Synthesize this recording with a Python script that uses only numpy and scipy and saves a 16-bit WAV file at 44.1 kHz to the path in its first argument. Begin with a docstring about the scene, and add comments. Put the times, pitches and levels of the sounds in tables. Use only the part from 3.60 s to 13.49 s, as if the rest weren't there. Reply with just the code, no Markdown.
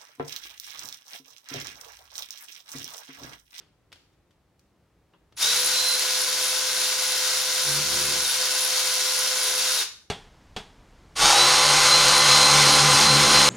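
"""Cordless ratchet on two engine bolts

A cordless ratchet spins two bolts out of an engine in a garage, with small clicks and two clacks as it is seated.
Motor and pinion whine as summed sines; a crank rocks the pawl about 72 times a second, and its snaps, the gear
knocks and the loose teeth chatter as filtered clicks and noise. The engine cover thrums in tones and rattling
noise when the tool leans on it. The first bolt is heard in stereo, the second closer and in mono."""
import sys
import numpy as np
from scipy import signal
from scipy.fft import rfft, irfft
from scipy.io import wavfile
from scipy.ndimage import uniform_filter1d

SR = 44100
rng = np.random.default_rng(int(sys.argv[2]) if len(sys.argv) > 2 else 0)


def dump(signal):
    """Clip the signal to [-1, 1] and save it as 16-bit WAV at the path in sys.argv[1]."""
    limited = np.clip(np.atleast_2d(signal).T, -1, 1)
    pcm = np.round(limited * 32767).astype(np.int16)
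    wavfile.write(sys.argv[1], SR, pcm)


N = 436149
T = np.arange(N) / SR

CUT_S = 6.498  # the first bolt gives way to the second
TOP_HZ = 15900
GARAGE_T60_S = 0.43

# motor turns per crank turn, teeth on the pinion, motor turns per second without load
GEAR_RATIO, PINION_TEETH, FREE_HZ = 7.12, 8, 512
# trigger pulled and let go at each bolt, in seconds
RUN_A, RUN_B = (1.764, 6.225), (7.553, 10.5)
# spin-up time constant, speed the tight thread takes at first, time constant of getting it back
SPIN_UP_S, THREAD_DRAG_HZ, THREAD_FREES_S = 0.018, 70, 0.12
# the motor slows as the trigger is eased, starting this long before it is let go
EASE_S, EASE_HZ_PER_S = 0.085, 680
# the drive starts softly and dies quickly when the trigger is let go
SOFT_START_DB, RELEASE_DB_PER_S = -19, 428
SLACK_S = 0.012  # time for the drive to take up its slack
# the housing rings when the pinion's whine sweeps through it
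HOUSING_HZ, HOUSING_WIDTH_HZ, HOUSING_DB = 3730, 220, 3.5
# the socket wobbles once a turn: time of one rub against the bolt, seconds per turn
WOBBLE_A, WOBBLE_B = (2.31, 0.298), (8.0, 0.284)

# The socket drops on to the bolt head.
# Each row: start in seconds, level in dB, ring t60 in seconds, treble tilt in dB per decade.
CLACK_HITS = [(6.5003, -26, 0.1, -3), (6.964, -30, 0.11, -3.5)]


def undb(db):
    """Decibels to gain."""
    return 10 ** (np.asarray(db) / 20)


def unit(x):
    """Scale to rms 1."""
    return x / np.sqrt(np.mean(x ** 2))


def walk(rate):
    """Random levels held 1 / rate s and slewed twice; spread near 1."""
    k = int(SR / rate)
    steps = np.repeat(rng.standard_normal(N // k + 1), k)
    return 1.3 * uniform_filter1d(uniform_filter1d(steps, k), k)[:N]


def swell(at_s, half_s):
    """A smooth rise and fall around a moment, 1 at its top."""
    return np.exp(-np.minimum(np.abs(T - at_s) / half_s, 4) ** 3)


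def colour(x, points, size=4096):
    """Causal minimum-phase filter through (Hz, dB) points."""
    hz, db = np.transpose(points)
    bins_hz = np.arange(size // 2 + 1) * SR / size
    gain = undb(np.interp(np.log(bins_hz + 1), np.log(hz), db))
    # folding the cepstrum on to positive time makes the filter causal
    cepstrum = irfft(np.log(gain))
    cepstrum[1:size // 2] *= 2
    cepstrum[size // 2 + 1:] = 0
    return signal.oaconvolve(x, irfft(np.exp(rfft(cepstrum))))[:N]


def resonance(x, hz, width):
    """One band-pass resonance, gain 1 at the centre."""
    return signal.lfilter(*signal.iirpeak(hz, hz / width, fs=SR), x)


def ring(t60):
    """Response of countless modes: decaying noise of energy 1."""
    t = T[:int(.7 * SR)]
    h = rng.standard_normal(len(t)) * np.exp(-np.log(1000) * t / t60)
    return h / np.sqrt(np.sum(h ** 2))


def echo(x, t60):
    """Dense reflections of a sound."""
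    return signal.oaconvolve(x, ring(t60))[:N]


def strikes(turns, scatter_db, slop_s):
    """One click at each whole turn, uneven in strength and timing."""
    at = np.flatnonzero(np.diff(np.floor(turns)) > 0)
    chance = rng.standard_normal((len(at), 2))
    late = (slop_s * SR * chance[:, 0]).astype(int)
    out = np.zeros(N)
    out[np.clip(at + late, 0, N - 1)] = undb(scatter_db * chance[:, 1])
    return out / np.sqrt(np.mean(out[at[0]:at[-1]] ** 2))


def tone(turns, flutter_db):
    """A rotating part's tone of rms near 1, fluttering in strength."""
    return np.sqrt(2) * np.sin(2 * np.pi * (turns + rng.random())) * undb(flutter_db * walk(24))


def air(spectrum, db):
    """Quiet background: coloured noise that swells a little."""
    return undb(db + 0.46 * walk(3.6)) * unit(colour(rng.standard_normal(N), spectrum))


def garage(x):
    """Diffuse tail of the room, which swallows the highest treble."""
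    return colour(echo(x, GARAGE_T60_S), [(1000, 2.5), (6500, -0.5), (15000, -12.0)])


def hits(rows, spectrum, tail_db, tail_t60):
    """Short metal contacts, each with its own damping and brightness, and the garage's diffuse tail after them."""
    out = np.zeros(N)
    for s, db, t60, treble_db in rows:
        age = np.clip(T - s, 0, 2)
        tilted = [(hz, d + treble_db * np.log10(hz)) for hz, d in spectrum]
        grain = unit(colour(rng.standard_normal(N), tilted))
        decay = undb(-60 * age / t60) + undb(tail_db - 60 * age / tail_t60)
        out += undb(db) * grain * (T >= s) * decay
    return out


def bump(at_s, bump_db, t60):
    """The plastic grip bumps the engine: a dull, hollow knock of three body resonances."""
    noise = colour(rng.standard_normal(N), [(3500, 0), (8000, -21)])
    body = resonance(noise, 930, 220) + .5 * resonance(noise, 2660, 200) + 1.1 * resonance(noise, 440, 150)
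    decay = np.exp(-np.log(1000) * np.clip(T - at_s, 0, 1) / t60)
    return undb(bump_db) * unit(body) * (T >= at_s) * decay


def socket_ring(ring_db, t60):
    """After each clack the steel socket and its extension ring on briefly."""
    noise = rng.standard_normal(N)
    steel = unit(resonance(noise, 3350, 89) + 0.93 * resonance(noise, 800, 50))
    blows = 0
    for s, db, _, _ in CLACK_HITS:
        blows = blows + undb(db) * (T >= s) * np.exp(-np.log(1000) * np.clip(T - s, 0, 2) / t60)
    return undb(ring_db) * steel * blows


def trigger(start, whistle_db, length_s=0.045):
    """The speed controller whistles upward as the motor starts."""
    age = np.clip((T - start) / length_s, 0, 1)
    return undb(whistle_db) * np.sin(np.pi * age) * tone(np.cumsum(9800 + 800 * age) / SR, 2)


def recoil(at_s, length_s, thud_db):
    """The tight bolt kicks the tool and the engine back: a dull thud."""
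    thud = unit(colour(rng.standard_normal(N), [(20, -2), (45, -7), (80, -8.0), (200, -17), (1000, -75)]))
    return undb(thud_db) * thud * np.exp(-np.minimum(np.abs(T - at_s) / length_s, 10) ** 2)


def shaft(run, wander):
    """Motor turns so far, and the load that shows as lost speed."""
    # The thread binds briefly. Each row: time in seconds, lost speed in Hz, half length in seconds.
    snags = [(4.688, 80, 0.04), (7.71, 22, 0.085)]
    age = np.maximum(T - run[0], 0)
    drag = THREAD_DRAG_HZ * np.exp(-age / THREAD_FREES_S)
    drag = drag + sum(hz * np.exp(-((T - s) / half_s) ** 2) for s, hz, half_s in snags)
    eased = EASE_HZ_PER_S * np.clip(T - run[1] + EASE_S, 0, .5)
    hz = (FREE_HZ - drag - eased) * (1 - np.exp(-age / SPIN_UP_S))
    turns = np.cumsum(hz * (1 + wander * walk(30))) / SR
    return turns, np.clip(1 - hz / FREE_HZ, 0, .2)


def effort(run, run_db, attack_s, tight_db, tight_s, loosen_db_per_s):
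    """Strength of the drive: it rises, works harder while the bolt is tight, rattles more as it loosens, and stops."""
    age = np.maximum(T - run[0], 0)
    attack = SOFT_START_DB * np.maximum(1 - age / attack_s, 0)
    hold = run_db + tight_db * np.exp(-age / tight_s) + loosen_db_per_s * age
    release = RELEASE_DB_PER_S * np.clip(T - run[1], 0, .5)
    return undb(attack + hold - release) * np.minimum(age / SLACK_S, 1)


def wobble(timing, rub_s):
    """1 each time the turning socket rubs the bolt, near 0 between."""
    at_s, turn_s = timing
    away = ((T - at_s) / turn_s + .5) % 1 - .5
    return np.exp(-.5 * (away * turn_s / rub_s) ** 2)


def cover(turns, rub, axis, buzz_db, thrum_db, rattle_db, lift_db):
    """The engine cover buzzes with the crank and thrums at two strokes a turn; each socket rub shifts the thrum level."""
    # Each row: multiple of the crank speed, relative dB at the first bolt, relative dB at the second.
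    buzz_tones = [(1, 0, -5.5), (3, -7, 3), (4, -4, -0.5), (5, 1.5, 2)]
    # The tool leans on the cover. Each row: time in seconds, half length in seconds,
    # buzz in dB, thrum in dB (both before the trims passed in).
    leans = [(2.05, 0.25, -69, -62.5), (4.147, 0.08, -51.5, -36.5), (4.43, 0.21, -49.5, -47),
             (8.33, 0.51, -54.5, -36), (9.298, 0.54, -42.5, -27), (9.853, 0.35, -44, -47)]
    crank = turns / GEAR_RATIO
    buzz = sum(undb(row[axis]) * tone(row[0] * crank + 0.061 * walk(22), 2.0) for row in buzz_tones)
    rattle_colour = [(90, -21), (170, -5.5), (250, -10.0), (380, -4.5), (800, -20), (1400, -4.5), (2500, -40.5)]
    rattle = unit(colour(rng.standard_normal(N), rattle_colour))
    buzzing = sum(undb(db) * swell(s, half_s) for s, half_s, db, _ in leans)
    thrumming = sum(undb(db) * swell(s, half_s) for s, half_s, _, db in leans)
    thrum = thrumming * undb(lift_db * rub) * tone(2 * crank + 0.19 * walk(23), 0.89)
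    return buzzing * (undb(buzz_db) * buzz + undb(rattle_db) * rattle) + undb(thrum_db) * thrum


def socket(turns, rub, sizzle_db, upper_db, between=0.16, uneven_db=1.0):
    """The thin socket wall rings high each time its wobble brings it against the bolt."""
    contact = (between + rub) * undb(uneven_db * walk(4))
    stroke = 0.3 + np.exp(-(turns / GEAR_RATIO % 1) / 0.27)
    scrape = rng.standard_normal(N) * stroke * undb(3.5 * walk(70))
    lower = unit(resonance(resonance(scrape, 10380, 750), 10000, 2300))
    upper = unit(resonance(resonance(scrape, 13850, 400), 13850, 600))
    return undb(sizzle_db) * contact * (lower + undb(upper_db) * upper)


def pinion(turns, load, drive, free_db, loaded_db, waver_db, sideband):
    """Tooth-mesh whine: load alters it, side pressure adds to it, near a stall it fades; the crank gives sidebands."""
    # Side pressure makes the pinion sing. 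Each row: time in seconds, half length in seconds,
    # level in dB before the housing's resonance.
    presses = [(1.99, 0.079, -41), (2.237, 0.12, -32.5), (7.798, 0.045, -25), (8.338, 0.02, -28.5),
               (8.697, 0.15, -30.5), (9.556, 0.036, -33), (9.83, 0.1, -31)]
    stroke = 1 + sideband * np.cos(2 * np.pi * turns / GEAR_RATIO)
    running = drive * undb(free_db + loaded_db * np.minimum(load / .05, 1) + waver_db * walk(12))
    pressed = sum(undb(db) * swell(s, half_s) for s, half_s, db in presses)
    meshing = np.interp(load, [.11, .14], [1, 0])
    whine = (running + pressed) * meshing * stroke * tone(PINION_TEETH * turns + .05 * walk(90), 2.0)
    return whine + undb(HOUSING_DB) * resonance(whine, HOUSING_HZ, HOUSING_WIDTH_HZ)


def hum(turns, load, axis):
    """Clean tones of the motor shaft and of the crank; they fade as the motor slows."""
    # Each row: multiple of the motor speed, dB against the chatter on the first bolt, dB on the second.
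    motor_tones = [(1, -18, -19), (2, -22, -13), (4, -23, -19), (11, -25, -26), (13, -32, -28),
                   (16, -34, -30)]
    # Each row: multiple of the crank speed, dB against the chatter on the first bolt, dB on the second.
    crank_tones = [(2, -42, -42), (3, -41, -35), (4, -42, -33), (5, -33, -24), (6, -29, -32), (7, -31, -23),
                   (8, -36, -24), (9, -34, -31), (10, -35, -31), (11, -36, -21), (17, -37, -24)]
    motor = sum(undb(row[axis]) * tone(row[0] * turns, 1 + np.log10(row[0]) * 2) for row in motor_tones)
    crank = sum(undb(row[axis]) * tone(row[0] * turns / GEAR_RATIO, 3.1) for row in crank_tones)
    return motor * (1 - load) ** 12 + crank * (1 - load) ** 3


def chatter(turns, load, spectrum, pawl_db, load_db, gear_db, throb, housing_t60):
    """The pawl snaps on each stroke, harder under load; gears knock each motor turn; loose teeth rattle after the snap."""
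    crank = turns / GEAR_RATIO
    # two strokes a crank turn, the return stroke a little weaker
    pawl = strikes(crank, 2.5, .00014) + .8 * strikes(crank + .5, 3, .00018)
    gears = strikes(turns, 4, .0004)
    grit = rng.standard_normal(N) * undb(2.85 * rng.standard_normal(N))
    teeth = unit(grit * (1 + throb * np.exp(-(crank % 1) / 0.48)))
    blows = undb(pawl_db + load_db * load) * pawl + undb(gear_db) * gears
    steel = teeth * undb(0.83 * walk(25)) + echo(blows, housing_t60)
    sound = colour(steel, spectrum)
    return sound / np.std(sound[load < .02])  # level 1 while running freely


def first_bolt():
    """Taps, then a long run with one brief snag, heard across the engine bay in stereo."""
    # Chatter colour. Each row: frequency in Hz, gain in dB.
    chatter_colour = [(60, -35), (270, -28.5), (420, -15), (1250, -4.5), (1550, -1), (1800, -4.5),
                      (3000, -1.5), (4300, 2), (4950, 1), (6300, 1), (7700, -7), (9000, -5.5),
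                      (10400, -4.5), (13000, -13), (15500, -19.5)]
    # Light taps of socket and fingers. Each row: start in seconds, level in dB, ring t60 in seconds,
    # treble tilt in dB per decade.
    tap_rows = [(0.003, -60.5, 0.38, -1), (0.319, -49, .02, 0), (0.3267, -42.5, .025, 7),
                (0.358, -55, .03, 0), (0.53, -73, .1, 5), (0.708, -67, 0.076, 8), (0.994, -60, 0.017, 26),
                (1.724, -54, 0.027, -5)]
    # Tap colour. Each row: frequency in Hz, gain in dB.
    tap_colour = [(100, -12), (400, 0.5), (800, -11), (1500, -3), (2100, -5.5), (3000, -3), (5000, -9),
                  (9000, -22), (15000, -32.5)]
    # Garage air. Each row: frequency in Hz, relative level in dB.
    air_colour = [(15, -50), (25, -28), (49, -9.5), (69, -9), (125, -10), (158, -13), (186, -14),
                  (243, -20.5), (293, -16.5), (15000, -50)]
    # Stereo width, a filter on the side signal. 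Each row: frequency in Hz, gain in dB.
    side_colour = [(60, -19), (110, -23), (200, -9.5), (380, -9), (700, -12.5), (1290, -10.5), (2380, -6.5),
                   (4400, -3), (8120, -2), (15000, -0.5)]
    air_db = -66

    turns, load = shaft(RUN_A, wander=.002)
    drive = effort(RUN_A, run_db=-26.5, attack_s=0.062, tight_db=4.5, tight_s=0.21, loosen_db_per_s=0.2135)
    rub = wobble(WOBBLE_A, rub_s=0.064)
    noise = drive * chatter(turns, load, chatter_colour, pawl_db=-9.5, load_db=1, gear_db=-6.5,
                            throb=0.3, housing_t60=0.029)
    noise += drive * socket(turns, rub, sizzle_db=-6.5, upper_db=-14)
    noise += trigger(1.757, -55)
    whine = pinion(turns, load, drive, free_db=-22, loaded_db=7.5, waver_db=2, sideband=0.17)
    taps = hits(tap_rows, tap_colour, tail_db=-17.0, tail_t60=0.55)
    taps += bump(1.536, -56, .14)
    engine = cover(turns, rub, axis=1, buzz_db=-1.5, thrum_db=-1.5, rattle_db=5.5, lift_db=0.5)
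    near = noise + whine + taps + drive * hum(turns, load, axis=1) + engine
    mid = near + undb(-7.5) * garage(noise + whine) + air(air_colour, air_db)
    # the two capsules differ by the reflections that reach them, and by their air
    reflections = undb(-3.5) * echo(noise + whine + taps, .06) + undb(-4.0) * garage(noise + whine + taps)
    side = colour(reflections + air(air_colour, air_db), side_colour)
    return np.array([undb(.25) * (mid + side), undb(-.25) * (mid - side)])


def second_bolt():
    """Two clacks, then the bolt breaks loose with hard knocks and runs free, close by."""
    # Chatter colour. Each row: frequency in Hz, gain in dB.
    chatter_colour = [(60, -18), (260, -17), (500, -8.5), (730, -7.5), (810, -0.5), (1350, 0), (1650, -3.5),
                      (3000, -3), (4600, -1), (6800, -2.5), (7600, -11), (8600, -6), (12800, -22.5),
                      (15500, -33.5)]
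    # Clack colour. Each row: frequency in Hz, gain in dB.
    clack_colour = [(60, -7), (200, 3), (320, -12), (430, 5.5), (520, -10), (720, 1.5), (1100, -4),
                    (1500, -4), (2400, -4.5), (3350, -2), (4500, -6.5), (7000, -13.5), (9000, -17),
                    (15000, -40)]
    # Garage air. Each row: frequency in Hz, relative level in dB.
    air_colour = [(15, -26), (25, 2), (45, -1), (146, -8), (191, -11), (335, -14), (558, -18), (1030, -19),
                  (1720, -24.5), (6720, -34), (12500, -47), (15000, -53)]

    turns, load = shaft(RUN_B, wander=.0015)
    drive = effort(RUN_B, run_db=-17.5, attack_s=0.07, tight_db=2.0, tight_s=0.14, loosen_db_per_s=0.14)
    rub = wobble(WOBBLE_B, rub_s=0.044)
    noise = drive * chatter(turns, load, chatter_colour, pawl_db=-13, load_db=42, gear_db=-10,
                            throb=.2, housing_t60=.03)
    # while the bolt is tight, each stroke also rings the casting
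    blows = echo(strikes(turns / GEAR_RATIO, 2, .0003), .03)
    knocks = resonance(resonance(blows, 830, 110), 830, 200)
    noise += undb(-13) * drive * unit(knocks) * swell(7.69, .085)
    noise += drive * socket(turns, rub, sizzle_db=-14, upper_db=-32)
    noise += trigger(7.545, -61)
    whine = pinion(turns, load, drive, free_db=-9.3, loaded_db=-8, waver_db=1.5, sideband=0.3)
    engine = cover(turns, rub, axis=2, buzz_db=1.0, thrum_db=-0.5, rattle_db=7.5, lift_db=-9.5)
    engine += recoil(7.64, 0.057, -35)
    clacks = hits(CLACK_HITS, clack_colour, tail_db=-12, tail_t60=0.48) + socket_ring(-12, 0.3)
    near = noise + whine + engine + drive * hum(turns, load, axis=2) + clacks
    return near + undb(-7) * garage(noise + 0.45 * whine) + air(air_colour, -53.5)


def scene():
    """The listening position changes between the two bolts, with a very short crossfade."""
    closer = uniform_filter1d(1. 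* (T > CUT_S), size=64)
    return (1 - closer) * first_bolt() + closer * second_bolt()


def record(dry):
    """The recorder cuts the top with a steep low-pass."""
    return signal.sosfilt(signal.ellip(10, .2, 80, TOP_HZ, fs=SR, output="sos"), dry)


dry = scene()
out = record(dry)
dump(out)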